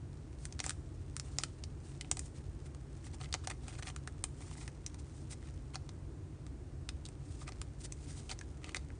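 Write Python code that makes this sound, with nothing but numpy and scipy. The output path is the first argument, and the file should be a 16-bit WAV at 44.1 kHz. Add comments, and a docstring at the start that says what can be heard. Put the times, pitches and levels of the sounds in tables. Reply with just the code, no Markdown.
"""Above a desk in a small humming room, a glossy card and soft plastic are handled close to the ear.
Buckling sheet snaps: a chirped spike and a short flutter drive a ringing filter, and weaker ticks follow.
Sliding faces hiss (shaped noise) and rasp (thousands of tiny slips); firmly gripped edges tick as they catch.
From 7 s the strokes take on the resonance of a stiff holder. Fingers rustle faintly around each stroke.
Quick reflections, a faint tail, a low rumble and wavering bands of hum place it in the room."""
import sys
import numpy as np
from scipy import signal
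from scipy.fft import rfft, irfft
from scipy.io import wavfile
from scipy.ndimage import uniform_filter1d

SR = 44100
rng = np.random.default_rng(int(sys.argv[2]) if len(sys.argv) > 2 else 0)


def output_pcm(signal):
    """Save a mono or channel-first signal as 16-bit PCM at the path in sys.argv[1].

    Samples are clipped to [-1, 1] before scaling.
    """
    pcm = np.clip(np.atleast_2d(signal).T, -1, 1) * 32767
    wavfile.write(sys.argv[1], SR, np.round(pcm).astype(np.int16))


N = 396459  # length in samples, about 9 s

# sharp snaps, where an edge catches and a patch of sheet springs free, level before the sheet's colour:
# [t/s, level/dB, tilt/dB per octave, ring f/Hz]
SNAP_EVENTS = [(0.4538, -17, 7, 1510), (0.525, -27.5, 0, 6140), (0.592, -21, -1.5, 4340),
               (0.602, -13.5, -3, 6500), (0.641, -15.5, 2, 1650), (0.6635, -14.5, -2, 7800),
               (0.6947, -9, 6, 1340), (0.7059, -14, 2.5, 1600), (1.1658, -13, 5.5, 1280),
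               (1.1977, -18.5, 0, 6300), (1.3856, -9.5, 0, 5850), (1.436, -7, 2, 1300),
               (1.6381, -23, .5, 4860), (2.011, -16, 4.5, 2550), (2.0463, -35, -4.5, 2680),
               (2.1138, -7, 0.5, 7250), (2.1705, -15, 2.5, 735), (2.1932, -19, 2.5, 7500),
               (2.7479, -30, 2.5, 1130), (3.213, -27, -3, 3620), (3.2444, -31.5, -3, 3380),
               (3.3271, -16, 3.5, 4160), (3.3406, -11, -3, 6300), (3.3465, -18, -4, 4310),
               (3.4731, -10, 0.7, 758), (3.5016, -18, 5.5, 1904), (3.6818, -25, -4.5, 8920),
               (3.9626, -18.5, 2, 1180), (4.0748, -18.5, 0, 1600), (4.24, -11, 0.7, 8900),
               (4.6783, -22, 0.3, 1650), (4.8637, -19.5, 4, 5650), (4.9442, -27, 1.5, 910),
               (5.756, -18, -1.5, 4840), (5.8915, -29, -2, 4730), (6.466, -30.5, 1, 1180),
               (6.8902, -17.5, 1, 4260), (7.0534, -25, 2.5, 3630), (7.0622, -28, 4, 3790),
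               (7.0876, -31, -2.5, 8000), (7.4782, -26.5, -1, 2235), (7.5213, -31, -4.5, 5170),
               (7.6158, -16.5, 2.5, 1190), (7.9231, -23, 1.5, 7200), (8.3141, -19, 0.5, 4590),
               (8.3902, -27.5, 0, 6100), (8.4121, -24.5, -1, 1730), (8.6434, -23, -1, 2654),
               (8.6925, -27.5, -3, 2680), (8.7465, -12.5, 0.2, 2350), (8.768, -19, -1, 4660),
               (8.9031, -40.5, -7, 1750)]
# strokes of one face over another, level at full speed: [start t/s, length t/s, level/dB, grip 0-1]
STROKE_EVENTS = [(0.37, 0.13, -62, 0), (.62, 0.12, -50.5, 0.33), (1.12, 0.38, -65, 0.4),
                 (1.367, 0.085, -56.5, 0.3), (1.794, 0.2, -64.5, 0.2), (2.152, 0.17, -62, 0),
                 (2.336, 0.075, -62.5, .5), (2.633, 0.05, -61, 0.56), (3.019, 0.079, -57.5, 0.43),
                 (3.124, 0.036, -55, 0.74), (3.182, 0.094, -55, 0.83), (3.427, 0.041, -55.5, 0.89),
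                 (3.489, 0.037, -49.5, 1), (3.598, .25, -59, .65), (3.778, 0.025, -50, 0.75),
                 (3.821, 0.015, -47.5, 0.8), (3.84, .08, -49, .75), (4.328, 0.24, -60, 0.32),
                 (4.487, 0.22, -57, 0.39), (4.985, 0.027, -59, 0), (5.037, 0.24, -67.5, 0),
                 (5.289, 0.06, -50, 0.14), (5.406, 0.12, -66, 0.8), (5.733, 0.033, -50.5, 0.9),
                 (7.19, 0.28, -66, 0), (7.391, .058, -55.5, 0.71), (7.46, 0.039, -52, 0.97),
                 (7.784, 0.058, -57.5, 0), (7.831, 0.036, -47, 0.14), (7.939, 0.37, -58, 0.16),
                 (8.288, 0.054, -45.5, 0.73), (8.601, 0.15, -58.5, 1), (8.754, 0.02, -44, 0.65)]
# how well the small sheets radiate when snapped: [f/Hz, level/dB]
SNAP_RADIATION = [(60, -19.5), (500, -.5), (1000, 1.3)]
# how well they radiate when rubbed, shape only: [f/Hz, level/dB]
RUB_RADIATION = [(60, -24.5), (450, -10.5), (750, -4), (3200, 3), (9500, 6)]
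# resonances of the card and plastic cupped in the hands: [f/Hz, width f/Hz, height level/dB]
BODY_MODES = [(755, 49, 9), (1248, 150, 4.5), (2010, 250, 4.5), (2487, 94, 3.5), (4000, 150, 0.5)]
# resonance that the stiff holder adds to the strokes: [f/Hz, width f/Hz, height level/dB]
HOLDER_MODES = [(4800, 290, 2.5)]
# decay of the room: [f/Hz, t60 t/s]
ROOM_DECAY = [(300, 0.34), (9000, 0.44)]
# spectral shape of the steady room noise: [f/Hz, relative level/dB per Hz]
AIR_SPECTRUM = [(30, -55), (36, -44.5), (41, -1), (52, 1), (95, 2), (115, -5.5), (150, -3), (185, -16.5),
                (320, -11.5), (520, -24.5), (900, -30), (3500, -44), (9500, -43.5)]
# wavering hum of the room, rms before the overall hum trim: [f/Hz, level/dB]
HUM_BANDS = [(70.0, -55.5), (134.6, -55.5), (242.2, -69), (290.7, -66.5)]

EDGE_HZ = 9740  # top of the band
AIR_DB = -47  # rms of the steady room noise
HOLDER_FROM_S = 7  # the stiff holder is picked up
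RING_DB = 11  # lift at the ring of each buckling patch
SETTLE_S, SETTLE_DB = 0.0064, -22  # typical delay and relative level of the tick after a snap
FASTEST_AT = 0.53  # share of a stroke's length at which it is fastest
HISS_TILT_DB, RASP_TILT_DB = 3, -5  # per octave: bright hiss, dull rasp
# catching edges: rate at full grip, middle level above the stroke, lowest ring
CATCHES_PER_S, CATCH_DB, CATCH_HZ = 55, 22.5, 704


def snaps(flutter_s=0.0026, flutter=0.94, ring_octaves=0.32, travel_s=0.0006978):
    """Each snap or tick is a spike and a short flutter, coloured by the patch of sheet that buckles."""
    out = np.zeros(N)
    hz = np.fft.rfftfreq(2048, 1 / SR)
    t = np.arange(len(hz)) / SR
    colour = read(SNAP_RADIATION, hz) + resonances(BODY_MODES, hz)
    # higher bending waves cross the sheet faster, so the spike leaves as a tiny falling chirp;
    # travel_s is the crossing time at 4 kHz
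    bending_phase = -4j * np.pi * travel_s * np.sqrt(4000 * hz)
    chirp = irfft(np.exp(bending_phase))[:len(t)]
    for s, db, tilt, ring_hz in SNAP_EVENTS + settling() + catches():
        shiver = rng.standard_normal(len(t)) * np.exp(-t / flutter_s) * (t > travel_s)
        push = chirp + flutter * shiver / np.linalg.norm(shiver)
        distance = np.log2((hz + 1) / ring_hz) / ring_octaves
        ring = RING_DB * np.exp(-.5 * distance ** 2)
        sheet = causal(colour + tilt * octaves(hz) + ring)
        snap = signal.fftconvolve(push, sheet)
        # the flutter spreads the snap's energy in time without adding to it
        snap *= np.linalg.norm(band_limit(sheet)) / np.linalg.norm(band_limit(snap))
        add(out, s - travel_s / 2, amp(db) * snap)
    return out


def settling():
    """The weaker tick after each snap, from a neighbouring patch of the same sheet."""
    ticks = []
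    variations = rng.standard_normal((len(SNAP_EVENTS), 3))
    for (s, db, tilt, ring_hz), (late, size, patch) in zip(SNAP_EVENTS, variations):
        at = s + SETTLE_S * 2 ** (late / 2)
        ticks.append((at, db + SETTLE_DB + 2 * size, tilt, ring_hz * 2 ** (patch / 2)))
    return ticks


def catches(ring_octaves=2.38, spread_db=4.5, tilt_db=-1):
    """Small dull ticks gathered around the middle of each stroke, more of them the firmer the grip."""
    ticks = []
    chances = rng.random((len(STROKE_EVENTS), 16, 4))  # up to 16 ticks a stroke
    for (s, length, db, grip), draws in zip(STROKE_EVENTS, chances):
        expected = CATCHES_PER_S * length * grip ** 2
        for chance, when, size, patch in draws:
            if chance * len(draws) < expected:
                at = s + length * np.arccos(1 - 2 * when) / np.pi
                level = db + CATCH_DB + spread_db * (2 * size - 1)
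                ticks.append((at, level, tilt_db, CATCH_HZ * 2 ** (ring_octaves * patch)))
    return ticks


def strokes(swell=1.17, uneven_db=3.0):
    """Sliding plastic: smooth hiss and rasping slips follow the speed of the hand and its uneven grip."""
    out = np.zeros(N)
    hz = np.fft.rfftfreq(2048, 1 / SR)
    hiss = rng.standard_normal(N)
    wander = unit(uniform_filter1d(rng.standard_normal(N), size=700))
    uneven = amp(uneven_db * wander)
    colour = read(RUB_RADIATION, hz) + resonances(BODY_MODES, hz)
    for s, length, db, grip in STROKE_EVENTS:
        at = np.arange(int(s * SR), min(int((s + length) * SR), N))
        progress = (at / SR - s) / length
        rise_and_fall = np.interp(progress, [0, FASTEST_AT, 1], [0, 1, 0])
        speed = np.sin(np.pi / 2 * rise_and_fall) ** swell
        holder = (s > HOLDER_FROM_S) * resonances(HOLDER_MODES, hz)
        # the grip is the share of rasp, by energy
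        layers = (hiss[at], 1 - grip, HISS_TILT_DB), (rasp(speed), grip, RASP_TILT_DB)
        for friction, share, tilt in layers:
            sheet = causal(colour + tilt * octaves(hz) + holder)
            driven = friction * speed * uneven[at]
            rub = band_limit(signal.fftconvolve(driven, sheet)[:len(at)])
            add(out, s, amp(db) * unit(rub) * np.sqrt(share * np.mean(speed ** 2)))
    return out


def rasp(speed, slips_per_s=1500, spread_db=4, slip_s=0.002, tone=1, count=24):
    """Tiny slips, thicker at speed; each scuffs one of many patches of plastic that ring for a moment."""
    size = amp(spread_db * np.minimum(rng.exponential(1, len(speed)), 3))
    slips = size * (rng.random(len(speed)) < slips_per_s * np.sqrt(speed) / SR)
    patch = rng.integers(0, count, len(speed))
    t = np.arange(SR // 200) / SR
    pitch = (np.arange(count) + rng.random(count))[:, None] * EDGE_HZ / count
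    rings = tone * np.sin(2 * np.pi * pitch * t) + rng.standard_normal((count, len(t))) / 2
    rings *= np.exp(-t / slip_s)
    scuffs = sum(signal.oaconvolve(slips * (patch == k), rings[k]) for k in range(count))
    return unit(scuffs[:len(speed)])


def fidget(level_db=-70):
    """Around each stroke the fingers keep shifting and draw a faint, toneless rustle from the plastic."""
    t = np.arange(N) / SR
    sliding = sum((t > s) & (t < s + length) for s, length, *_ in STROKE_EVENTS) > 0
    # share of the surrounding half second spent sliding
    busy = np.clip(uniform_filter1d(sliding.astype(float), size=SR // 2), 0, 1)
    return amp(level_db) * rasp(busy, slips_per_s=260, tone=0)


def room(x, near_db=-15, far_db=-23.5):
    """Quick reflections from the desk and boxes, then the faint tail of the walls, as decaying noise."""
    t = np.arange(SR // 2) / SR
    near, far = rng.standard_normal((2, len(t)))
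    near_t60, desk_s = .055, .0065  # decay and first arrival, both in seconds
    near *= amp(-60 * t / near_t60) * (t > desk_s)
    hz, age, z = signal.stft(far * (t > 2 * desk_s), SR, nperseg=256)
    fade = amp(-60 * age / read(ROOM_DECAY, hz)[:, None])
    far = signal.istft(z * fade, SR, nperseg=256)[1][:len(t)]
    echoes = amp(near_db) * near / np.linalg.norm(near) + amp(far_db) * far / np.linalg.norm(far)
    return signal.fftconvolve(x, echoes)[:N]


def background(waver_hz=3.45, hum_db=-1):
    """Low rumble and faint hiss from shaped noise, with narrow noise bands of hum that waver."""
    hz = np.fft.rfftfreq(N, 1 / SR)
    air = unit(irfft(rfft(rng.standard_normal(N)) * amp(read(AIR_SPECTRUM, hz)), N))
    drone = rfft(rng.standard_normal(N))
    hum = np.zeros(N)
    for f, db in HUM_BANDS:
        band = drone / (1 + ((hz - f) / waver_hz) ** 2)
        hum += amp(db) * unit(irfft(band, N))
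    return amp(AIR_DB) * air + amp(hum_db) * hum


def resonances(modes, hz):
    """Level in dB that a set of resonant peaks adds at each frequency."""
    return sum(db / (1 + (2 * (hz - f) / width) ** 2) for f, width, db in modes)


def octaves(hz):
    """Octaves above 4 kHz, held constant below 600 Hz, the sheets' lowest bending note."""
    return np.log2(np.maximum(hz, 600) / 4000)


def causal(db):
    """Shortest ringing (minimum-phase) response that has the given spectrum."""
    cepstrum = irfft(np.log(amp(np.maximum(db, -100))))
    half = len(cepstrum) // 2
    # folding the cepstrum forward puts the energy as early as possible
    cepstrum[1:half] *= 2
    cepstrum[half + 1:] = 0
    return irfft(np.exp(rfft(cepstrum)))[:half]


def band_limit(x):
    """Steep low-pass at the top of the band."""
    lowpass = signal.firwin(301, EDGE_HZ, window=("kaiser", 8), fs=SR)
    return signal.oaconvolve(x, lowpass, "same")


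def amp(db):
    """Decibels to gain."""
    return 10 ** (np.asarray(db) / 20)


def unit(x):
    """Scales to an rms of one."""
    return x / np.sqrt(np.mean(x ** 2) + 1e-20)


def read(points, hz):
    """Reads a curve along a logarithmic frequency axis."""
    f, value = np.transpose(points)
    return np.interp(np.log(hz + 1), np.log(f), value)


def add(mix, s, sound):
    """Mixes a sound in at time s."""
    part = mix[max(round(s * SR), 0):][:len(sound)]
    part += sound[:len(part)]


def scene():
    """Card and plastic handled in the humming room."""
    handling = snaps() + strokes() + fidget()
    return (handling + room(handling) + background())[None]


def record(dry):
    """The recorder only limits the band."""
    return np.array([band_limit(channel) for channel in dry])


dry = scene()
out = record(dry)
output_pcm(out)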